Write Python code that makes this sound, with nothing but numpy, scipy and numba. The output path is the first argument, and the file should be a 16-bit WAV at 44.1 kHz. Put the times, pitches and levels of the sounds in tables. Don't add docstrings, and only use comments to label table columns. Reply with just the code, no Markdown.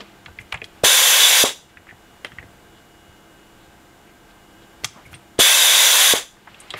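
import sys
import numpy as np
from scipy import signal
from scipy.fft import rfft, irfft
from scipy.io import wavfile
from scipy.ndimage import uniform_filter1d
from numba import njit

SR = 44100
rng = np.random.default_rng(int(sys.argv[2]) if len(sys.argv) > 2 else 0)


def transcribe(u):
    v = np.clip(np.atleast_2d(u).T, -1, 1)
    q = np.round(v * 32767).astype(np.int16)
    wavfile.write(sys.argv[1], SR, q)


def boost_factor(decibels):
    exponent = np.asarray(decibels, float) / 20
    return 10 ** exponent


N = 299439
T = np.arange(N) / SR

# f/Hz, level per Hz/dB
FAN_AIR = [(12, -40.5), (20, 2), (169, 0.5), (195, -5.5), (230, -2), (332, -3), (361, -1.5), (709, -6.5),
           (1390, -7.5), (1560, -10.5), (1790, -11), (2970, -16), (4050, -19.5), (15200, -25),
           (16500, -41.5)]
# f/Hz, width/Hz, level/dB
FAN_HUMPS = [(315, 45, 5), (835, 110, 5), (1573, 82, 9), (3500, 700, 4), (7260, 960, 4.5)]
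# f/Hz, level/dB
FAN_TONES = [(199.2, -63), (301.5, -75), (333.8, -63), (699.8, -64), (845.2, -75.5), (1588, -71),
             (2094, -70.5), (2293, -75), (2595, -77), (2891, -66), (3004, -75.5), (3289, -93.5),
             (7246, -89)]
# f/Hz, time to fall by 60 dB/s
ROOM_ECHO = [(100, 0.32), (1000, 0.28), (4000, 0.35), (8000, 0.36), (16000, 0.26)]

# t/s, level/dB
RUSTLE = [
    [(0.0, -42.5), (0.282, -57.5), (0.8, -49.5)],
    [(1.7, -49.5), (1.904, -66), (2.55, -60)],
    [(4.75, -62), (5.034, -50), (5.188, -53), (5.36, -69)],
    [(6.35, -53), (6.49, -47), (6.706, -40.5), (6.79, -27)],
]
# t/s, level/dB, f/Hz, length/s
SCUFFS = [(0.411, -54.5, 7000, .015), (0.526, -28, 2220, .0039), (0.55, -39, 1800, .021),
          (0.65, -52, 7000, 0.014), (4.3, -58, 2500, .023), (4.84, -36, 2500, 0.0043),
          (6.748, -41, 350, .007), (0, -37.5, 298, 0.018), (.015, -43, 2500, .014),
          (4.866, -41.5, 5000, .021), (2.265, -44, 2200, 0.011), (4.984, -46, 870, 0.031),
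          (5.065, -56, 8000, .015), (5.126, -51, 7960, .011), (5.152, -45, 2500, .012),
          (6.785, -43, 8000, .013)]
# t/s, level/dB, f/Hz, length/s
SQUEAKS = [
    (.41, -46, 2190, .012),
    (1.895, -39.5, 2000, 0.015),
    (2.77, -58.5, 3300, 0.029),
    (3.63, -60, 3600, 0.039),
    (4.09, -58, 2200, .035),
    (4.63, -59, 3500, .03),
    (4.852, -39.5, 12000, .012),
    (2.4, -44, 2100, .006),
    (6.768, -40, 2100, .017),
]

# f/Hz, level/dB, ring time/s (unused: each touch sets its own ring time)
BOARD_MODES = [(433, -4.5, 0.22), (757, 8, 0.18), (1190, 7, 0.058), (1494, 4, 0.078), (1715, 11.5, 0.075),
               (1955, -31, 0.048), (2050, 25, 0.058), (2490, -0.5, 0.088), (2686, -19.5, 0.051),
               (3195, -19.5, 0.042), (3340, 17, 0.12), (5250, -23.5, 0.087)]
# t/s, peak level/dB, f/Hz
TICKS = [(0.387, -19.5, 2100), (0.5248, -15.5, 2270), (0.5432, -16.5, 2140), (0.5737, -30, 2950),
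         (0.6167, -18.5, 2240), (1.7714, -27.5, 1920), (1.9095, -29, 1770), (2.3853, -20.5, 1916),
         (2.427, -32, 1800), (6.3689, -41, 1430), (6.4713, -36.5, 904), (6.544, -32.5, 2890),
         (6.7045, -20, 3500), (6.7055, -23, 2680), (1.889, -35, 2100)]
# t/s, peak level/dB, f/Hz
TAPS = [
    (0.0054, -25.5, 3170),
    (0.26, -24.5, 2180),
    (0.642, -20.5, 3230),
    (1.8691, -33.5, 1180),
    (2.2467, -15.5, 1900),
    (2.3188, -30.5, 1830),
    (4.8444, -9.5, 3280),
    (5.1307, -28.5, 1560),
    (5.1402, -27.5, 2750),
    (6.738, -18, 2600),
]
# t/s, peak level/dB, f/Hz
TRIGGER = [
    (.8338, -27, 3000),
    (5.3835, -29, 2200),
]
# t/s, peak level/dB, f/Hz
PINGS = [
    (5.052, -40, 2200),
    (5.145, -35, 8850),
    (6.743, -34, 2050),
    (4.847, -36, 8300),
    (2.247, -30, 3100),
    (6.708, -32, 3750),
]
# t/s, peak level/dB, f/Hz
KNOCKS = [(0.005, -31, 1290), (0.017, -36.5, 454), (0.281, -33.5, 876), (0.525, -19.5, 1030),
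          (0.541, -19, 880), (0.617, -29.5, 450), (1.925, -40, 730), (2.245, -29.5, 408), (2.426, -39, 387),
          (4.835, -31, 440), (4.845, -19, 1190), (6.473, -30, 1103), (6.738, -16.5, 1204),
          (6.739, -27, 404)]
# t/s, peak level/dB, f/Hz
THUDS = [(0.266, -42, 170), (0.289, -39, 79), (0.387, -39, 83.4), (0.408, -40, 89), (0.529, -31, 87),
         (0.549, -38, 119), (0.619, -39, 100), (1.756, -47, 72.7), (1.919, -41, 113), (2.245, -42, 159),
         (2.317, -40, 114), (2.383, -37, 92), (2.429, -41, 102), (3.081, -46, 83.4), (4.835, -30.5, 108),
         (4.959, -38.5, 200), (5.058, -40.5, 70.0), (5.126, -37, 89), (6.494, -44, 98), (6.741, -38, 98)]
# t/s, peak level/dB, f/Hz
CRACKS = [(0.0054, -47, 5560), (0.2503, -47, 6390), (0.5242, -45, 5260), (0.5414, -35.5, 7080),
          (0.6405, -41, 5290), (2.247, -34.5, 9150), (4.8446, -22.5, 8650), (4.8442, -14.5, 6200),
          (0.5255, -33, 10500), (6.5934, -46, 6700), (6.602, -28.5, 8500), (6.6114, -38, 7830),
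          (6.7047, -30.5, 8000)]

# valve opens t/s, valve shuts t/s, hiss level/dB, opening pop level/dB, closing pop level/dB
PULLS = [
    (0.8387, 1.4397, -8, -1.5, 1.5),
    (5.3916, 6.1376, -8, -2.5, 0.5),
]
POP_HZ = [
    555,
    440,
]
# t from the pop/s, level/dB
OPENING_FLOW = [(-.006, -60), (-.0035, -40), (-.0025, -17), (0, -12), (.003, -4), (.010, 0)]
# t from the pop/s, level/dB
CLOSING_FLOW = [(-.015, 0), (-.005, -2), (.006, -11.5), (.018, -5.5), (.04, -10), (.07, -18.5), (.1, -29),
                (.13, -71), (.19, -63)]
# f/Hz, level per Hz/dB
JET_HISS = [(88, -80.5), (150, -44.5), (409, -18), (508, -10.5), (1050, -6), (1330, -9), (1560, -3),
            (2700, -4.5), (3420, -1.5), (4250, -6), (6050, -8), (8620, -6), (9700, -7.5), (15600, -17.5),
            (16500, -66.5)]
# f/Hz, width/Hz, level over the jet/dB
CAVITIES = [(516, 63, 0.5), (1053, 130, -3), (1560, 150, -2.5), (2650, 75, 3.5), (2973, 91, 2.5),
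            (3176, 51, 5), (3467, 200, 6), (3600, 110, 2.5), (3800, 140, 7), (2030, 37, 2), (2218, 56, 0),
            (4894, 30, 4.5), (5010, 23, 3), (7250, 60, 3), (9810, 76, 1), (6100, 72, 1.5), (5830, 220, 4.5),
            (6170, 310, 6.5), (6680, 230, 4.5), (7040, 210, 4.5), (7470, 220, 2.5), (8140, 240, -4.5),
            (9340, 280, -1.5), (9730, 250, 7.5), (10180, 300, -1.5), (11560, 750, 4.5), (12850, 500, 2.5),
            (14000, 500, 3), (15400, 500, 4)]
# f/Hz, width/Hz, level/dB
GAPS = [(1350, 71, -1.5), (8050, 160, -5), (8530, 110, -11.5), (8800, 180, -6.5), (10400, 400, -1),
        (11350, 160, -4.5), (13550, 250, -4.5)]
# t/s, length/s, f/Hz, level/dB
WHISTLES = [
    (1.40, 0.031, 4900, -21),
    (1.37, 0.026, 8800, -19),
    (1.01, 0.072, 6200, -31),
    (1.4, .02, 11600, -27.5),
    (6.08, .04, 9750, -20),
    (5.394, 0.003, 8400, -16.5),
    (5.397, .002, 2500, -18),
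    (.845, 0.0055, 8300, -13),
]


def level(x, db):
    return x * boost_factor(db) / np.sqrt(np.mean(x ** 2))


def noise(length=N):
    return rng.standard_normal(length)


def colour(x, table, humps=()):
    hz = np.fft.rfftfreq(len(x), 1 / SR) + 1
    points = np.transpose(table)
    gain = boost_factor(np.interp(np.log(hz), np.log(points[0]), points[1]))
    for centre, width, db in humps:
        gain = gain * (1 + (boost_factor(db) - 1) / (1 + (2 * (hz - centre) / width) ** 2))
    return irfft(rfft(x) * gain, len(x))


def band(x, lo_hz, hi_hz):
    return signal.sosfilt(signal.butter(2, [lo_hz, hi_hz], "bandpass", fs=SR, output="sos"), x)


def walk(rate):
    hold = int(SR / rate)
    steps = np.repeat(noise(N // hold + 1), hold)
    return 1.3 * uniform_filter1d(uniform_filter1d(steps, hold), hold)[:N]


def swell(s, length):
    return np.exp(-((T - s) / length) ** 2)


def add(out, s, sound):
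    i = int(s * SR)
    out[i:i + len(sound)] += sound[:N - i]


@njit
def follow(x, attack, release):
    y, e = np.empty(len(x)), 1e-3
    for i in range(len(x)):
        e += (x[i] - e) * (attack if x[i] > e else release)
        y[i] = e
    return y


def room(x, wet_db, gap=0.0011):
    t, tail = T[:SR // 2], 0
    points = np.transpose(ROOM_ECHO)
    for hz in 100 * 2. ** np.arange(8):
        t60 = np.interp(np.log(hz), np.log(points[0]), points[1])
        tail = tail + band(noise(len(t)), hz / 2 ** .5, hz * 2 ** .5) * boost_factor(-60 * t / t60)
    tail *= np.clip(t / gap - 1, 0, 1)
    echo = signal.fftconvolve(x, tail / np.sqrt(np.sum(tail ** 2)))[:N]
    return x + boost_factor(wet_db) * echo


def fans():
    sound = level(colour(noise(), FAN_AIR, FAN_HUMPS), -50) * boost_factor(.5 * walk(3))
    for hz, db in FAN_TONES:
        loudness = np.sqrt(2) * boost_factor(db + 1.6 * walk(6.2))
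        sound += loudness * np.sin(2 * np.pi * hz * T + .9 * walk(4.1))
    return sound


def brushing():
    brush = level(band(band(noise(), 450, 4000), 200, 4000), 0) * boost_factor(1.8 * walk(25))
    out = np.zeros(N)
    for rows in RUSTLE:
        s, brush_db = np.transpose(rows)
        edge = np.clip(np.minimum(T - s[0] + 0.027, s[-1] + 0.029 - T) / 0.023, 0, 1)
        out += edge * brush * boost_factor(np.interp(T, s, brush_db) - 6.5)
    return out


def scuffing():
    grit = noise() * boost_factor(3.0 * walk(300))
    out = np.zeros(N)
    for rubs, octaves in ((SCUFFS, 1.35), (SQUEAKS, 0.43)):
        half = 2 ** (octaves / 2)
        for s, db, hz, length in rubs:
            out += level(band(grit, hz / half, hz * half), db) * swell(s, length)
    return out


def contacts(table, ring, octaves, rise, board_db, tail_db, snap_db):
    out, t = np.zeros(N), T[:SR // 4]
    mode_hz, mode_db, mode_t60 = np.transpose(BOARD_MODES)[:, :, None]
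    chance = rng.standard_normal((len(table), 2, len(BOARD_MODES), 1))
    spread = 2 ** (np.clip(octaves, .1, 3) / 2)
    for (s, db, hz), (size, phase) in zip(table, chance):
        hiss = noise(len(t))
        t60 = ring * (1000 / hz) ** 0.44
        distance = np.log(mode_hz / hz) / np.log(spread)
        share = boost_factor(board_db + 0.18 * mode_db + 3.3 * size - 4.8 * distance ** 2)
        board = (share * np.sin(2 * np.pi * mode_hz * t + 3 * phase)).sum(axis=0)
        edges = hz / spread, min(hz * spread, 19000)
        burst = level(band(band(hiss, *edges), *edges), 0)
        struck = (board + burst + np.sin(2 * np.pi * hz * t)) * boost_factor(-60 * t / t60)
        wide = hz / spread / 1.57, min(1.54 * spread * hz, 19000)
        struck += level(band(band(hiss, *wide), *wide), snap_db) * np.exp(-t * hz / 2.27)
        after_ring = burst * boost_factor(tail_db - 17 * t / t60)
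        sound = (struck + after_ring) * (1 - np.exp(-t / rise))
        add(out, s, boost_factor(db) * sound / np.abs(sound).max())
    return out


def bench():
    out = contacts(KNOCKS, ring=.045, octaves=1.67, rise=0.0011, board_db=-7, tail_db=-15.5, snap_db=-3.5)
    out += contacts(THUDS, ring=.032, octaves=0.77, rise=0.0029, board_db=-30, tail_db=-19, snap_db=-1.0)
    return out


def tip():
    out = contacts(TICKS, ring=0.039, octaves=0.82, rise=0.00035, board_db=-5.5, tail_db=-23, snap_db=-4)
    out += contacts(TAPS + TRIGGER, ring=.048, octaves=1.8, rise=0.0003,
                    board_db=-3.5, tail_db=-22, snap_db=0.5)
    out += contacts(PINGS, ring=.11, octaves=.25, rise=0.0005, board_db=-30, tail_db=-20, snap_db=-8)
    out += contacts(CRACKS, ring=.1, octaves=.75, rise=0.00013, board_db=-33, tail_db=-27, snap_db=1.0)
    return out


def flow():
    flow_db = np.full(N, -200.)
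    for opens, shuts, *_ in PULLS:
        points = [(opens + a, b) for a, b in OPENING_FLOW] + [(shuts + a, b) for a, b in CLOSING_FLOW]
        s, db = np.transpose(points)
        flow_db = np.maximum(flow_db, np.interp(T, s, db, left=-200, right=-200))
    return flow_db


def jet(flow_db):
    air = noise() * boost_factor(.5 * walk(30))
    slowing = np.maximum(np.minimum(flow_db, flow_db.max()) - flow_db.max(), -30)
    settling = sum(-12 * swell(pull[0], 0.005) for pull in PULLS)
    for hz, width, db in CAVITIES:
        sings = db + 2.33 * walk(14) + 1.66 * walk(2.966) + settling
        sings += slowing * (0.16 + 0.39 * (hz / 10000) ** 3)
        air += boost_factor(sings) * band(noise(), hz - width / 2, hz + width / 2)
    air = level(colour(air, JET_HISS, GAPS), 0)
    air += band(air, 8000, 17000) * (boost_factor(0.3 * slowing) - 1)
    first, second = PULLS
    hiss_db = np.interp(T, [first[1] + 1, second[0] - 1], [first[2], second[2]])
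    return boost_factor(hiss_db + flow_db) * air


def pop(s, hz, crest, rise, fall, push):
    late = T - s - crest
    slug = -np.exp(-(late / np.where(late < 0, rise, fall)) ** 2) * np.cos(2 * np.pi * hz * (T - s))
    slow = (T - s) / .0018
    return slug + push * slow * np.exp(-slow ** 2)


def valve():
    out = np.zeros(N)
    for (opens, shuts, _, open_db, shut_db), hz in zip(PULLS, POP_HZ):
        out += boost_factor(open_db) * pop(opens, hz, crest=.28 / hz, rise=.0021, fall=.36 / hz, push=.26)
        out += boost_factor(shut_db) * pop(shuts, hz=480, crest=0, rise=.0012, fall=.0012, push=.13)
    return out


def whistles():
    out = np.zeros(N)
    for s, length, hz, db in WHISTLES:
        out += level(band(noise(), .99 * hz, 1.01 * hz), db) * swell(s, length)
    return out


def gun():
    bursts = valve() + whistles()
    fading = signal.lfilter([1], [1, -np.exp(-1 / (0.02 * SR))], np.abs(band(bursts, 200, 900)))
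    flutter = band(noise(), 350, 1100) * fading
    return jet(flow()) + bursts + boost_factor(-35.5) * flutter


def scene():
    background = fans() + brushing() + scuffing()
    mono = background + room(bench() + tip(), wet_db=-15.5) + room(gun(), wet_db=-15.0)
    return np.array([mono, mono])


def band_limit(x):
    return signal.sosfilt(signal.butter(12, 16990, fs=SR, output="sos"), x)


def record(dry):
    heard = follow(np.abs(dry[0]), 1 / (0.023 * SR), 1 / (.12 * SR))
    gain = np.minimum(boost_factor(-42) / heard, 1) ** 0.15
    x = np.tanh(.75 * gain * dry) / .75
    hiss = noise()
    lower = level(band(band(hiss, 5500, 6800), 5400, 6400), -32.0) * (np.abs(T - .865) < .022)
    upper = level(band(band(hiss, 8400, 10500), 8400, 10500), -29) * (np.abs(T - .875) < .033)
    rumble = level(band(hiss, 18, 500), -81)
    x = x + (lower + upper + rumble) * np.array([[1], [-1]])
    x = signal.sosfilt(signal.ellip(16, .2, 80, 15760, fs=SR, output="sos"), x)
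    return band_limit(x)


dry = scene()
out = record(dry)
transcribe(out)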